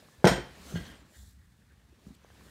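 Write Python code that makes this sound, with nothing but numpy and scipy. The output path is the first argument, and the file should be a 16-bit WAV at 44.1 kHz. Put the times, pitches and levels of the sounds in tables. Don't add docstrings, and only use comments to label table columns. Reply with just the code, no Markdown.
import sys
import numpy as np
from scipy import signal
from scipy.io import wavfile
from scipy.ndimage import uniform_filter1d

SR = 44100
rng = np.random.default_rng(int(sys.argv[2]) if len(sys.argv) > 2 else 0)


def decibels_to_gain(level_db):
    exponent = np.asarray(level_db, float) / 20
    return 10 ** exponent


def digitize_waveform(pressure):
    field = np.atleast_2d(pressure).T
    bounded = np.clip(field, -1, 1)
    quanta = np.round(bounded * 32767).astype(np.int16)
    wavfile.write(sys.argv[1], SR, quanta)


N = 110250

# (time [s], level [dB])
DRAG_PRESSURE = [(0, -61), (.12, -66), (.45, -58), (.55, -56.5), (.72, -53), (.8, -53), (.93, -56.5),
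                 (1., -62), (1.08, -67.5), (1.15, -68.5), (1.3, -76), (1.45, -76), (1.95, -71.5),
                 (2.07, -66), (2.2, -68), (2.33, -64), (2.5, -60.5)]
# (frequency [Hz], level [dB])
DRAG_TONE = [(59, 1.5), (100, -28), (177, 0), (378, -8), (447, -7), (668, -11), (998, -12.5), (4020, -18),
             (15500, -35.5)]
# (time [s], level [dB])
SLIDE_PRESSURE = [(0, -71.5), (.13, -67.5), (.2, -73), (.52, -73.5), (.7, -54.5), (.79, -64.5),
                  (.92, -64.5), (.95, -100), (1.08, -73.5), (1.17, -61), (1.31, -66), (1.35, -76),
                  (1.98, -80.5), (2.08, -69.5), (2.2, -81.5), (2.32, -72.5), (2.38, -69.5), (2.5, -66.5)]
# (frequency [Hz], level [dB])
SLIDE_TONE = [(1470, -47.5), (2500, -41), (3520, 4), (4930, 0), (5570, -0.5), (7800, 3), (10000, -2),
              (10900, -2.5), (15500, -5.5)]
# (time of the stop [s], level [dB], rise [s])
FLICKS = [
    (0.64, -65, 0.0043),
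    (0.7783, -54, 0.021),
    (.88, -64.5, .004),
    (1.008, -67.5, 0.017),
    (2.154, -63.5, 0.013),
]
# (frequency [Hz], level [dB])
FLICK_TONE = [(1500, -22), (3000, 5), (4500, 6), (5600, -6), (7200, 5), (10000, -6), (15500, -9)]
# (time [s], frame rumble [dB], rim hum [dB])
ROLLING_LOAD = [(0, -73, -71), (.15, -81, -74), (.4, -53.5, -84), (.55, -63, -68), (.66, -52.5, -76),
                (.9, -63, -62), (1.02, -58.5, -86), (1.1, -68, -77), (1.2, -55, -77), (1.42, -53.5, -81),
                (1.58, -75, -89.5), (1.72, -60, -80), (1.9, -60.5, -90), (2.02, -69, -89.5),
                (2.2, -61, -85), (2.32, -61, -77), (2.5, -61, -70.5)]
# (frequency [Hz], level [dB])
AIR_TONE = [(24, -49.5), (40, 4), (154, 6), (538, -31), (641, -30), (708, -20.5), (1620, -15.5),
            (2730, -23.5), (15700, -35)]
# (time [s], peak level [dB], pitch
# [Hz], swell [s])
TAPS = [(.025, -54, 620, 0.0028), (0.086, -49.5, 1185, 0.0006), (.222, -54, 445, 0.003),
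        (1.122, -59, 600, .001), (1.232, -59, 700, 0.00067), (1.925, -52.5, 330, 0.0023),
        (2.066, -59.5, 1290, 0.0008), (2.247, -41.5, 584, 0.00038), (2.2415, -59, 6170, .0006),
        (2.2545, -60, 1500, .0005), (2.3028, -47.5, 700, 0.0004), (2.3024, -55, 1490, .0004),
        (2.307, -58, 1500, 0.00056), (2.3202, -58, 1210, .0005), (2.354, -55, 805, .0008),
        (2.218, -58.5, 1200, .0005), (1.019, -52.5, 280, 0.005), (.274, -26, 2020, .005),
        (.276, -31, 5560, .006), (1.19, -60, 200, .02), (2.41, -52.5, 930, 0.00085)]
# (time [s], peak level [dB], pitch [Hz], swell [s])
THUDS = [(0.178, -50.5, 80, 0.0076), (0.248, -6.5, 164, 0.0022), (0.2699, -17, 184, 0.003),
         (.313, -20, 171, 0.004), (0.271, -36, 53, 0.031), (.59, -50, 173, 0.011),
         (0.737, -27, 155, 0.0066), (.755, -27.5, 163, 0.0059), (0.7726, -34.5, 169, 0.0059),
         (.75, -36, 88, 0.0092), (0.785, -41, 180, .004), (.794, -37, 64.3, 0.0096),
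         (0.824, -43, 150, 0.0055), (2.0669, -38, 188, 0.0027), (2.0823, -44.5, 195.6, 0.0011),
         (2.1044, -41.5, 204.4, 0.0026), (2.1165, -50, 254, .004), (2.062, -52, 62, .018),
         (.752, -43, 345, .007), (2.225, -57, 60, .02), (1.76, -57, 62, .018), (.2645, -17, 460, .004)]
# (time [s], force [dB], contact [ms])
BLOWS = [(0.2437, -4.5, 0.75), (0.245, -16.5, 0.91), (.248, -17, 1.34), (0.249, -21, 1.2),
         (.2545, -21.5, 1.3), (.26, -19, 1.13), (0.266, -10.5, 1.22), (0.2705, -18.5, 0.66),
         (0.275, -25.5, 1.4), (.281, -21.5, .5), (.287, -23.5, 1.3), (.299, -33, 0.65), (0.311, -32, .6),
         (0.319, -37, 1.3), (.382, -29.5, 1.7), (.724, -34, 2.1), (0.74, -39, 1.37), (.757, -33.5, 1.2),
         (0.779, -39, 1.5), (1.016, -54, 0.9)]
# (frequency [Hz], level [dB], t60 [s])
BENCH_MODES = [(132.25, -4.5, 0.042), (205, -11, 0.03), (270.1, -12.5, 0.037), (375, 5, 0.038),
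               (420, -1.5, 0.016), (518, -1.2, 0.042), (610, -8, 0.0091), (876, -5, 0.061),
               (1174, -12, 0.07), (1544, -2, 0.057), (1900, -7, 0.036), (3000, -16, .02),
               (306, -5.5, 0.055), (495, -3.5, 0.022), (557.4, -5, .03), (700, -6.5, .035), (743, -7, 0.02),
               (1000, -6.5, .03), (1350, -8, .03), (1433, -9.5, 0.035), (1690, -7.5, 0.022),
               (2110, -7.5, .03), (2180, -11, 0.037)]
# (time [s], force [dB], rattle length [s], ring [dB])
CLANKS = [
    (0.2449, -23, 0.0041, -32.5),
    (0.2521, -21, 0.0083, -28),
    (0.271, -18, 0.011, -19),
    (.281, -27, 0.0088, -18.5),
    (0.302, -38.5, 0.036, -24),
    (.328, -42.5, .012, -17),
]
# (frequency [Hz], level [dB], t60 [s])
STEEL_MODES = [(3126, -5.5, 0.3), (4100, -11, 0.2), (4360, -8.5, 0.2), (4930, -4.5, 0.12), (5300, -1, 0.05),
               (5690, -1, 0.06), (6870, -3, 0.22), (7391, -12, 0.2), (8371, 1, 0.2), (9060, -13, .13),
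               (9230, -15, .22), (11230, -6.5, 0.16), (11740, -11, 0.18), (13990, -20, .45),
               (14710, -9, .15)]
# (frequency [Hz], level [dB])
RATTLE_TONE = [(500, -9), (900, 0), (2000, -0.5), (2600, -6), (4500, -11.5), (5600, -10.5), (6400, -19),
               (9000, -25.5), (15500, -37.5)]
# (middle [s], half length [s], frequency [Hz], level [dB])
SINGS = [(0.82, 0.024, 8350, -67), (0.71, .04, 3900, -65), (0.725, 0.063, 6270, -60.5),
         (.77, 0.0096, 6300, -57), (0.96, .02, 8400, -71), (0.62, .03, 7300, -76), (.86, .03, 6000, -67),
         (.865, 0.013, 4300, -59.5), (0.866, .04, 3200, -59), (0.925, 0.044, 3100, -63),
         (1.186, 0.08, 7200, -69.5), (1.15, 0.021, 1780, -66), (0.93, 0.035, 1890, -70),
         (1.72, 0.022, 1590, -69.5), (1.7, 0.013, 1770, -73), (1.42, .03, 1800, -75.5),
         (1.63, 0.026, 1650, -74.5), (1.82, 0.033, 1800, -77), (1.2, 0.041, 3550, -72)]
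# (time [s], level [dB], length [s])
GRATES = [
    (0.75, -45.5, 0.033),
    (0.821, -63.5, 0.047),
    (0.869, -64, 0.076),
    (1.134, -67, 0.033),
]
# (frequency [Hz], width [Hz], level [dB])
RIM_RESONANCES = [(1457, 84, 0.5), (1602, 100, 6), (1867, 98, 4), (1960, 81, -0.5), (2380, 370, -10.5),
                  (2990, 110, 1.5), (3200, 140, -1), (4250, 160, -6)]
# (frequency [Hz], t60 [s])
ROOM_DECAY = [(60, 0.46), (200, 0.31), (600, 0.35), (2000, 0.4), (5000, 0.34), (12000, 0.23)]


def evened(x):
    return x / np.sqrt(np.mean(x ** 2) + 1e-20)


def read(points, hz):
    f, value = np.transpose(points)
    return np.interp(np.log(hz + 1), np.log(f + 1), value)


def follow(curve, col=1):
    c = np.array(curve)
    return decibels_to_gain(np.interp(np.arange(N) / SR, c[:, 0], c[:, col]))


def add(mix, s, sound):
    part = mix[round(s * SR):][:len(sound)]
    part += sound[:len(part)]


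def resonate(x, hz, width_hz):
    turn = np.exp(2j * np.pi * np.cumsum(hz * np.ones(len(x))) / SR)
    r = np.exp(-np.pi * width_hz / SR)
    return 2 * (turn * signal.lfilter([1 - r], [1, -r], x / turn)).real


def noise(tone, patchy_db, flicker_db):
    frames, hz = N // 128 + 5, np.fft.rfftfreq(512, 1 / SR)
    a, b, patches = rng.standard_normal((frames, 257, 3)).T
    patches = uniform_filter1d(patches, size=6, axis=0)
    patches = evened(uniform_filter1d(patches, size=14, axis=1))
    flicker = evened(uniform_filter1d(rng.standard_normal(frames), size=3))
    level_db = read(tone, hz)[:, None] + patchy_db * patches + flicker_db * flicker
    spectrum = (a + 1j * b) * decibels_to_gain(level_db)
    return evened(signal.istft(spectrum, nperseg=512, noverlap=384)[1][:N])


def ring(modes, spread_db, phase, detune=0., chatter_db=0.):
    chatter_s = .006
    hz, db, t60 = np.transpose(modes)[:, :, None]
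    t = np.arange(int(1.2 * t60.max() * SR)) / SR
    spot, shift = rng.standard_normal((2, *hz.shape))
    knots = rng.standard_normal((len(hz), 200))
    chatter = np.array([np.interp(t / chatter_s, np.arange(len(k)), k) for k in knots])
    level_db = db + spread_db * spot + chatter_db * chatter - 60 * t / t60
    tones = np.sin(2 * np.pi * hz * (1 + detune * shift) * t + phase)
    return (decibels_to_gain(level_db) * tones).sum(0)


def rubbing():
    stop_s = .0015
    t = np.arange(N) / SR
    drag = decibels_to_gain(2.5) * follow(DRAG_PRESSURE) * noise(DRAG_TONE, patchy_db=1.8, flicker_db=0.8)
    slide = follow(SLIDE_PRESSURE) * noise(SLIDE_TONE, patchy_db=0.8, flicker_db=0.93)
    flicks = np.zeros(N)
    for s, db, rise in FLICKS:
        flicks += decibels_to_gain(db) * np.exp(-((t - s) / np.where(t < s, rise, stop_s)) ** 2)
    return drag + slide + flicks * noise(FLICK_TONE, patchy_db=2.7, flicker_db=1.0)


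def rolling():
    rumble_hz, hum_hz = 64, 1754
    lumps = decibels_to_gain(1.0 * evened(uniform_filter1d(rng.standard_normal(N), size=1500)))
    rumble = resonate(rng.standard_normal(N), rumble_hz, width_hz=14)
    rumble = resonate(rumble, rumble_hz, width_hz=77.0)
    drift = uniform_filter1d(uniform_filter1d(rng.standard_normal(N), size=3000), size=3000)
    pitch_hz = hum_hz * (1 + 0.035 * evened(drift))
    hum = resonate(rng.standard_normal(N) * lumps, pitch_hz, width_hz=140)
    hum = resonate(hum, pitch_hz, width_hz=300.)
    return follow(ROLLING_LOAD) * evened(rumble * lumps) + follow(ROLLING_LOAD, col=2) * evened(hum)


def still_air():
    return decibels_to_gain(-65.5) * noise(AIR_TONE, patchy_db=-0.2, flicker_db=-2.0)


def thuds_and_taps():
    out = np.zeros(N)
    for s, db, hz, swell in THUDS + TAPS:
        t = np.arange(int(9 * swell * SR)) / SR
        flex = t / swell * np.exp(1 - t / swell) * np.sin(2 * np.pi * hz * t)
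        b, a = signal.butter(1, 0.2 * hz, "high", fs=SR)
        add(out, s, -decibels_to_gain(db) * signal.lfilter(b, a, flex))
    return out


def bench():
    out = np.zeros(N)
    for s, db, contact_ms in BLOWS:
        force = np.hanning(max(int(contact_ms * SR / 1000), 4))
        board = -ring(BENCH_MODES, spread_db=3.0, phase=0.96, detune=.03) / 4
        add(out, s, decibels_to_gain(db) * signal.oaconvolve(board, force / force.sum()))
    board_cut_hz = 79
    return signal.sosfilt(signal.butter(2, board_cut_hz, "high", fs=SR, output="sos"), out)


def steel():
    split, rattle_rise_s, ring_rise_s = .012, 0.00017, 0.00099
    out, bed = np.zeros(N), noise(RATTLE_TONE, patchy_db=1, flicker_db=1)
    twins = [(hz * (1 + split * rng.uniform(-1.6, 1)), db - 2.0, t60 * 0.55) for hz, db, t60 in STEEL_MODES]
    pairs = STEEL_MODES + twins
    for s, db, length, ring_db in CLANKS:
        t = np.arange(int(4 * length * SR)) / SR
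        burst = np.minimum(t / rattle_rise_s, 1) * np.exp(-t / length)
        add(out, s, decibels_to_gain(db) * burst * bed[round(s * SR):][:len(t)])
        phase = 2 * np.pi * rng.random((len(pairs), 1))
        tones = ring(pairs, spread_db=1.0, phase=phase, chatter_db=3.5)
        rise = np.minimum(np.arange(len(tones)) / (ring_rise_s * SR), 1)
        add(out, s, decibels_to_gain(db + ring_db) * tones * rise)
    return out


def singing():
    width_hz = 340
    out, hiss = np.zeros(N), rng.standard_normal((len(SINGS), SR // 2))
    for (s, half, hz, db), x in zip(SINGS, hiss):
        t = np.arange(len(x)) / SR - .25
        tone = resonate(resonate(x, hz, width_hz), hz, 2 * width_hz)
        add(out, s + t[0], decibels_to_gain(db) * np.exp(-(t / half) ** 2) * evened(tone))
    return out


def rim(x):
    return sum(decibels_to_gain(db) * resonate(resonate(x, hz, w), hz, 500.0) for hz, w, db in RIM_RESONANCES)


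def grating():
    pressure = np.zeros(N)
    jerks = np.minimum(rng.exponential(1, N // 64 + 1), 3).repeat(64)[:N]
    slips = rng.standard_normal(N) * decibels_to_gain(1.1 * jerks)
    for s, db, length in GRATES:
        t = np.arange(0, length, 1 / SR)
        add(pressure, s, decibels_to_gain(db) * np.minimum((length - t) / 0.006, 1))
    return rim(pressure * slips) / np.std(rim(slips))


def room(x):
    taps = np.zeros(SR)
    at = np.arange(200, SR - 20, 20) + rng.integers(0, 20, (SR - 201) // 20)
    taps[at] = rng.choice([-1., 1.], at.shape)
    hz, t, z = signal.stft(taps, SR, nperseg=256)
    decay = decibels_to_gain(-60 * t / read(ROOM_DECAY, hz)[:, None])
    tail = signal.istft(z * decay, SR, nperseg=256)[1]
    return signal.fftconvolve(x, tail / np.linalg.norm(tail))[:N]


def scene():
    soft = thuds_and_taps()
    hits = bench() + steel() + grating()
    echo = decibels_to_gain(-4.5) * room(hits + decibels_to_gain(-11) * soft)
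    moves = rubbing() + rolling() + singing()
    return (hits + soft + echo + moves + still_air())[None]


def band_limit(x):
    return signal.sosfilt(signal.butter(12, 15740, fs=SR, output="sos"), x)


def record(dry):
    low_cut_hz, edge_hz = 50, 15800
    x = signal.sosfilt(signal.butter(4, low_cut_hz, "high", fs=SR, output="sos"), dry)
    top_cut = signal.firwin(511, edge_hz, window=("kaiser", 9), fs=SR)
    x = signal.oaconvolve(x, top_cut[None], "same")
    return band_limit(x)


dry = scene()
out = record(dry)
digitize_waveform(out)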